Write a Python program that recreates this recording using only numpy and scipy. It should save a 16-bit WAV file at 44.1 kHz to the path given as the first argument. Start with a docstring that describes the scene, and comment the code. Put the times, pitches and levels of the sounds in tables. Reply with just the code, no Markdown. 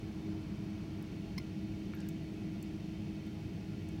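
"""A steel watch band is turned in the fingers and worked with a small tool, heard close up.
Its links snap against each other with short, bright ticks. The tool slips once in a tiny squeak,
and the band knocks softly against the fingers, with a faint rub and a thin chirp.
Behind it, a room's fans rumble, hum, hiss and whine; a soft rushing fades after the first second."""
import sys
import numpy as np
from scipy import signal
from scipy.fft import rfft, irfft
from scipy.io import wavfile

SR = 44100
rng = np.random.default_rng(int(sys.argv[2]) if len(sys.argv) > 2 else 0)


def store_pcm(level_fs):
    """Save levels as 16-bit WAV."""
    pcm = np.round(np.clip(level_fs, -1, 1) * 32767).astype(np.int16)
    wavfile.write(sys.argv[1], SR, np.atleast_2d(pcm).T)


N = 176400

# Ticks of the links (time [s], level [dB], centre pitch [Hz], spread [octaves], decay time [s])
LINK_TICKS = [(1.025, -56.5, 12500, 0.49, 0.0025), (2.004, -56, 7500, 0.66, 0.0026),
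              (2.0882, -40.5, 13500, 0.82, 0.001), (2.6270, -47.5, 10500, 1.1, 0.002),
              (3.267, -65, 11000, 1, .005), (3.8882, -54.5, 9600, .9, 0.0022)]
# Notes a link rings with (pitch [Hz], relative level [dB], time to fade by 60 dB [s])
LINK_NOTES = [(6440, 6, 0.012), (7170, 5.5, 0.022), (8100, 4, 0.019), (9700, -23, 0.0074),
              (12600, 3, 0.0046), (14500, 7.5, 0.0083), (15350, -1, .01)]
# The tool slipping on steel (time [s], level [dB])
TOOL_SQUEAKS = [(1.379, -41.5)]
# Notes the tool and band ring with (pitch [Hz], relative level [dB], time to fade by 60 dB [s])
SQUEAK_NOTES = [(1050, -6.5, 0.006), (2220, 0, 0.008), (2360, 4, .011), (3000, -6, 0.009),
                (4220, -5, 0.016), (4700, -3, .004), (5080, 7, 0.0095), (5450, -1, .006)]
# Strong pitches in the tool's scrape (pitch [Hz], width [Hz], relative level [dB])
SCRAPE_BANDS = [(5070, 900, 8.5), (9340, 1300, -4), (10700, 600, -2), (14800, 900, 0)]
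# The band knocking against the fingers (time [s], level [dB])
BAND_KNOCKS = [(1.9362, -44.5)]
# Notes of the knock (pitch [Hz], relative level [dB], time to fade by 60 dB [s])
KNOCK_NOTES = [(1430, -0.5, 0.017), (1780, -1.5, 0.013), (2260, -1.5, 0.017)]
# Strong pitches in the rub of the links (pitch [Hz], width [Hz], level [dB])
RUB_BANDS = [(1630, 180, -65.5), (2300, 1400, -71)]
# A link's thin chirp (time [s], length [s], starting pitch [Hz], rise [Hz], level [dB])
LINK_CHIRPS = [(1.9463, .009, 12000, 800, -56.5)]
# Fan and motor tones (pitch [Hz], level [dB], unsteadiness [0-1])
HUM_TONES = [(96.75, -59.5, .4), (105.6, -54.5, 0.36), (194.8, -57, 0.79), (199.5, -50, 0.42),
             (211.2, -52, 0.31), (361.4, -69, 0.2), (400.7, -67.5, 0.3), (409, -69.5, 0.5),
             (661, -76, 0.99)]
# Slow wandering of the hum's clearest tone (time [s], level [dB])
DRONE_LEVELS = [(0, -50.5), (.28, -42), (.5, -51.5), (.95, -50), (1.3, -53), (1.62, -46), (1.88, -51.5),
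                (2.1, -45.5), (2.3, -49.5), (3.3, -49), (3.5, -53), (4, -49.5)]
# Tone colour of the fans' rumble (pitch [Hz], relative level [dB])
RUMBLE_COLOUR = [(15, -38), (30, -23), (42, -17.5), (52, -12.5), (80, -8.5), (105, -7), (128, -12),
                 (160, -3), (182, -5), (220, -10.5), (255, -16), (295, -11.5), (335, -13.5), (385, -20),
                 (430, -22.5), (490, -28.5), (600, -30), (670, -25), (760, -34), (950, -36.5), (1250, -45),
                 (2500, -77)]
# Tone colour of the air hiss (pitch [Hz], relative level [dB])
HISS_COLOUR = [(300, -16.5), (1200, -3), (1700, 0), (2300, 3), (3300, -1), (4700, -6), (5700, -7.5),
               (6800, -11.5), (9000, -17), (11500, -17.5), (12400, -19), (13800, -18), (15200, -19),
               (16500, -12.5)]
# Pitches that stand out of the hiss (pitch [Hz], width [Hz], boost [dB])
HISS_BOOSTS = [(2243, 46, 7.5), (2603, 54, 4), (3080, 80, 6.5), (3610, 75, 6), (4364, 194, 8),
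               (4930, 107, 7), (5650, 350, 4.5), (6340, 270, 4), (7400, 230, 1.5), (8400, 400, 1.5),
               (10350, 120, 2.5)]
# The fans' faint, high whine (pitch [Hz], width [Hz], base level [dB])
WHINE_BANDS = [(1863, 14, -86), (1898, 12, -83.5), (1978, 11, -80), (2350, 40, -90.5), (2557, 22, -74.5),
               (2750, 100, -79), (2803, 15, -79.5), (3050, 84, -85), (3104, 15, -81)]
# How the whine comes up (time [s], change from base level [dB])
WHINE_CHANGES = [(0, -15), (.7, -6), (1.15, 1.5), (4, 0.5)]
# The fans' faint, steady whistles (pitch [Hz], width [Hz], level [dB])
WHISTLE_BANDS = [(825.5, 23, -73), (1398, 43, -76.5), (1714, 22, -84.5)]
# Rise and fall of the soft rushing (time [s], level [dB])
RUSH_LEVELS = [(0, -70), (.55, -66), (1.05, -66.5), (1.3, -74), (2.2, -76.5), (4, -78)]


def tick(level_db, centre_hz, spread, decay_s, size=2048):
    """A link snaps against its neighbour: a burst of noise and a ring cut short by the fingers."""
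    rise_s, crack_s, low_cut_hz = .0001, .00014, 4200
    t, hz = np.arange(size) / SR, np.fft.rfftfreq(size, 1 / SR)
    envelope = (1 - np.exp(-t / rise_s)) * (np.exp(-t / decay_s) + 1.6 * np.exp(-t / crack_s))
    snap = unit(rng.standard_normal(size) * envelope) + amp(-1) * unit(ring(LINK_NOTES))
    # Filter at double length so the start does not wrap round to the end.
    colour = np.interp(np.arange(size + 1) / 2, np.arange(len(hz)), hump(hz, centre_hz, spread))
    snap = irfft(rfft(snap, 2 * size) * colour)[:size]
    snap = signal.sosfilt(signal.butter(4, low_cut_hz, "high", fs=SR, output="sos"), snap)
    return amp(level_db) * unit(snap) * np.sqrt(np.mean(envelope ** 2))


def squeak(level_db, size=2048):
    """The tool sticks and slips in quickening, ever harder jerks that ring it and the band."""
    length_s, slip_hz, top_hz = .007, 1055, 5830
    growth_db, speed_up, jitter = 3, .14, .035
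    scrape_s, scrape_db = .0115, -53.5
    t = np.arange(size) / SR
    slips = np.zeros(size)
    at = 0
    for progress in np.linspace(-.5, .5, int(length_s * slip_hz)):
        add(slips, at, amp([growth_db * progress]))
        at += (1 + jitter * rng.standard_normal()) / (slip_hz * (1 + speed_up * progress))
    slips = signal.sosfilt(signal.butter(4, top_hz, fs=SR, output="sos"), slips)
    ringing = unit(signal.fftconvolve(slips, ring(SQUEAK_NOTES))[:size]) * np.sqrt(length_s * SR / size)
    # A fine scrape outlasts the jerks.
    scrape = noise(lambda f: sum(amp(db) * peak(f, hz, width) for hz, width, db in SCRAPE_BANDS), size)
    return amp(level_db) * ringing + amp(scrape_db) * scrape * np.exp(-(t / scrape_s) ** 6)


def knock(level_db):
    """The band bumps softly against the fingers and rings for a moment."""
    return amp(level_db) * ring(KNOCK_NOTES)


def rub(length_s=.16, catches_per_s=70, crackle_db=-70.5, size=16384):
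    """The links rub faintly, and tiny catches add a fine crackle."""
    arch = np.sin(np.pi * np.minimum(np.arange(size) / SR / length_s, 1))
    catches = rng.standard_normal(size) * (rng.random(size) < catches_per_s / SR)
    colour = peak(np.fft.rfftfreq(size, 1 / SR), hz=4700, width=2200)
    crackle = unit(irfft(rfft(catches) * colour, size))
    return np.sqrt(abs(arch)) * (bands(RUB_BANDS, size) + amp(crackle_db) * crackle)


def chirp(length_s, hz, rise_hz, level_db):
    """A link gives a very short, high, rising squeal."""
    progress = np.arange(0, length_s, 1 / SR) / length_s
    phase = 2 * np.pi * np.cumsum(hz + rise_hz * progress) / SR
    return amp(level_db) * np.sin(np.pi * progress) ** 2 * np.sin(phase)


def room_echo(sound, level_db=-15, fade_s=.082, size=16384):
    """Sound bounces off the table and walls, leaving a weak, short tail."""
    t = np.arange(size) / SR
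    tail = noise(lambda f: 1 / np.hypot(1, f / 7000), size)  # softer above 7000 Hz
    tail = tail * amp(-60 * t / fade_s) * (t > .003)  # the first bounce takes 3 ms
    return amp(level_db) * signal.fftconvolve(sound, tail / np.linalg.norm(tail))[:N]


def fan_hum():
    """Fans and motors hum in low tones; the clearest one slowly grows and shrinks."""
    hum = sum(amp(db) * fan_tone(hz, unsteady) for hz, db, unsteady in HUM_TONES)
    return hum + gain_over_time(DRONE_LEVELS) * fan_tone(hz=316.8, unsteady=.15)


def fan_tone(hz, unsteady, waver_hz=4.8):
    """One fan tone that wavers at random in level and phase (its place in the cycle)."""
    a, b = (noise(lambda f: 1 / (1 + (f / waver_hz) ** 2)) for _ in range(2))
    waver = np.sqrt(1 - unsteady ** 2) + unsteady * (a + 1j * b) / np.sqrt(2)
    steady = np.exp(2j * np.pi * (hz * np.arange(N) / SR + rng.random()))
    return unit((waver * steady).real)


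def fan_rumble(level_db=-43.5, swell_at_s=.34, swell_width_s=.1, swell_db=1.5):
    """The fans make a low rumble that swells slightly, once."""
    swell = np.exp(-((np.arange(N) / SR - swell_at_s) / swell_width_s) ** 2)
    return amp(level_db + swell_db * swell) * noise(lambda f: amp(level_at(RUMBLE_COLOUR, f)))


def air_hiss(level_db=-61.5):
    """Air from the fans hisses steadily, with some pitches standing out."""
    def colour(f):
        boost_db = sum(db * peak(f, hz, width) for hz, width, db in HISS_BOOSTS)
        return amp(level_at(HISS_COLOUR, f) + boost_db)
    return amp(level_db) * noise(colour)


def fan_whine():
    """The fans' faint whine comes up over the first second or so, beside steady whistles."""
    return gain_over_time(WHINE_CHANGES) * bands(WHINE_BANDS) + bands(WHISTLE_BANDS)


def rush():
    """A soft, mid-pitched rushing that fades after the first second."""
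    return gain_over_time(RUSH_LEVELS) * noise(lambda f: hump(f, hz=1000, octaves=.76))


def amp(db):
    """Turns decibels into a number to multiply by."""
    return 10 ** (np.asarray(db) / 20)


def unit(x):
    """Scales a sound to an average power of 1."""
    return x / np.sqrt(np.mean(abs(x) ** 2) + 1e-30)


def level_at(points, hz):
    """Looks up a tone colour's level in dB at any pitch."""
    pitches, db = np.transpose(points)
    return np.interp(np.log(hz + 1), np.log(pitches), db)


def gain_over_time(points):
    """Joins (time [s], level [dB]) points into a volume curve."""
    return amp(np.interp(np.arange(N) / SR, *np.transpose(points)))


def peak(f, hz, width):
    """A bell-shaped curve around one pitch, with its width in Hz."""
    return 1 / (1 + (2 * (f - hz) / width) ** 2)


def hump(f, hz, octaves):
    """A broad hill around one pitch, with its spread in octaves."""
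    return np.exp(-.5 * (np.log2((f + 1) / hz) / octaves) ** 2)


def noise(shape, size=N):
    """Noise of power 1; shape(hz) sets how strong each pitch is."""
    hz = np.fft.rfftfreq(size, 1 / SR)
    return unit(irfft(rfft(rng.standard_normal(size)) * shape(hz), size))


def bands(rows, size=N):
    """Noise gathered around several pitches, each at its own level."""
    return sum(amp(db) * noise(lambda f: peak(f, hz, width), size) for hz, width, db in rows)


def ring(notes, size=2048):
    """The fading notes of a struck part."""
    t = np.arange(size) / SR
    return sum(amp(db - 60 * t / fade_s) * np.sin(2 * np.pi * hz * t) for hz, db, fade_s in notes)


def add(mix, at, sound):
    """Mixes a sound in, starting at a time in seconds."""
    part = mix[round(at * SR):][:len(sound)]
    part += sound[:len(part)]


def scene():
    """The watch band's small noises in the humming room."""
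    band = np.zeros(N)
    for at, *settings in LINK_TICKS:
        add(band, at, tick(*settings))
    for at, db in TOOL_SQUEAKS:
        add(band, at, squeak(db))
    for at, db in BAND_KNOCKS:
        add(band, at, knock(db))
        add(band, at, rub())
    for at, *settings in LINK_CHIRPS:
        add(band, at, chirp(*settings))
    echo = room_echo(band)
    fans = fan_hum() + fan_rumble() + air_hiss() + fan_whine()
    return (band + echo + fans + rush())[None]


def record(dry, cutoff_hz=15900):
    """Cuts away the very highest treble."""
    low_pass = signal.firwin(511, cutoff_hz, window=("kaiser", 9), fs=SR)
    return signal.oaconvolve(dry, low_pass[None], "same")


dry = scene()
out = record(dry)
store_pcm(out)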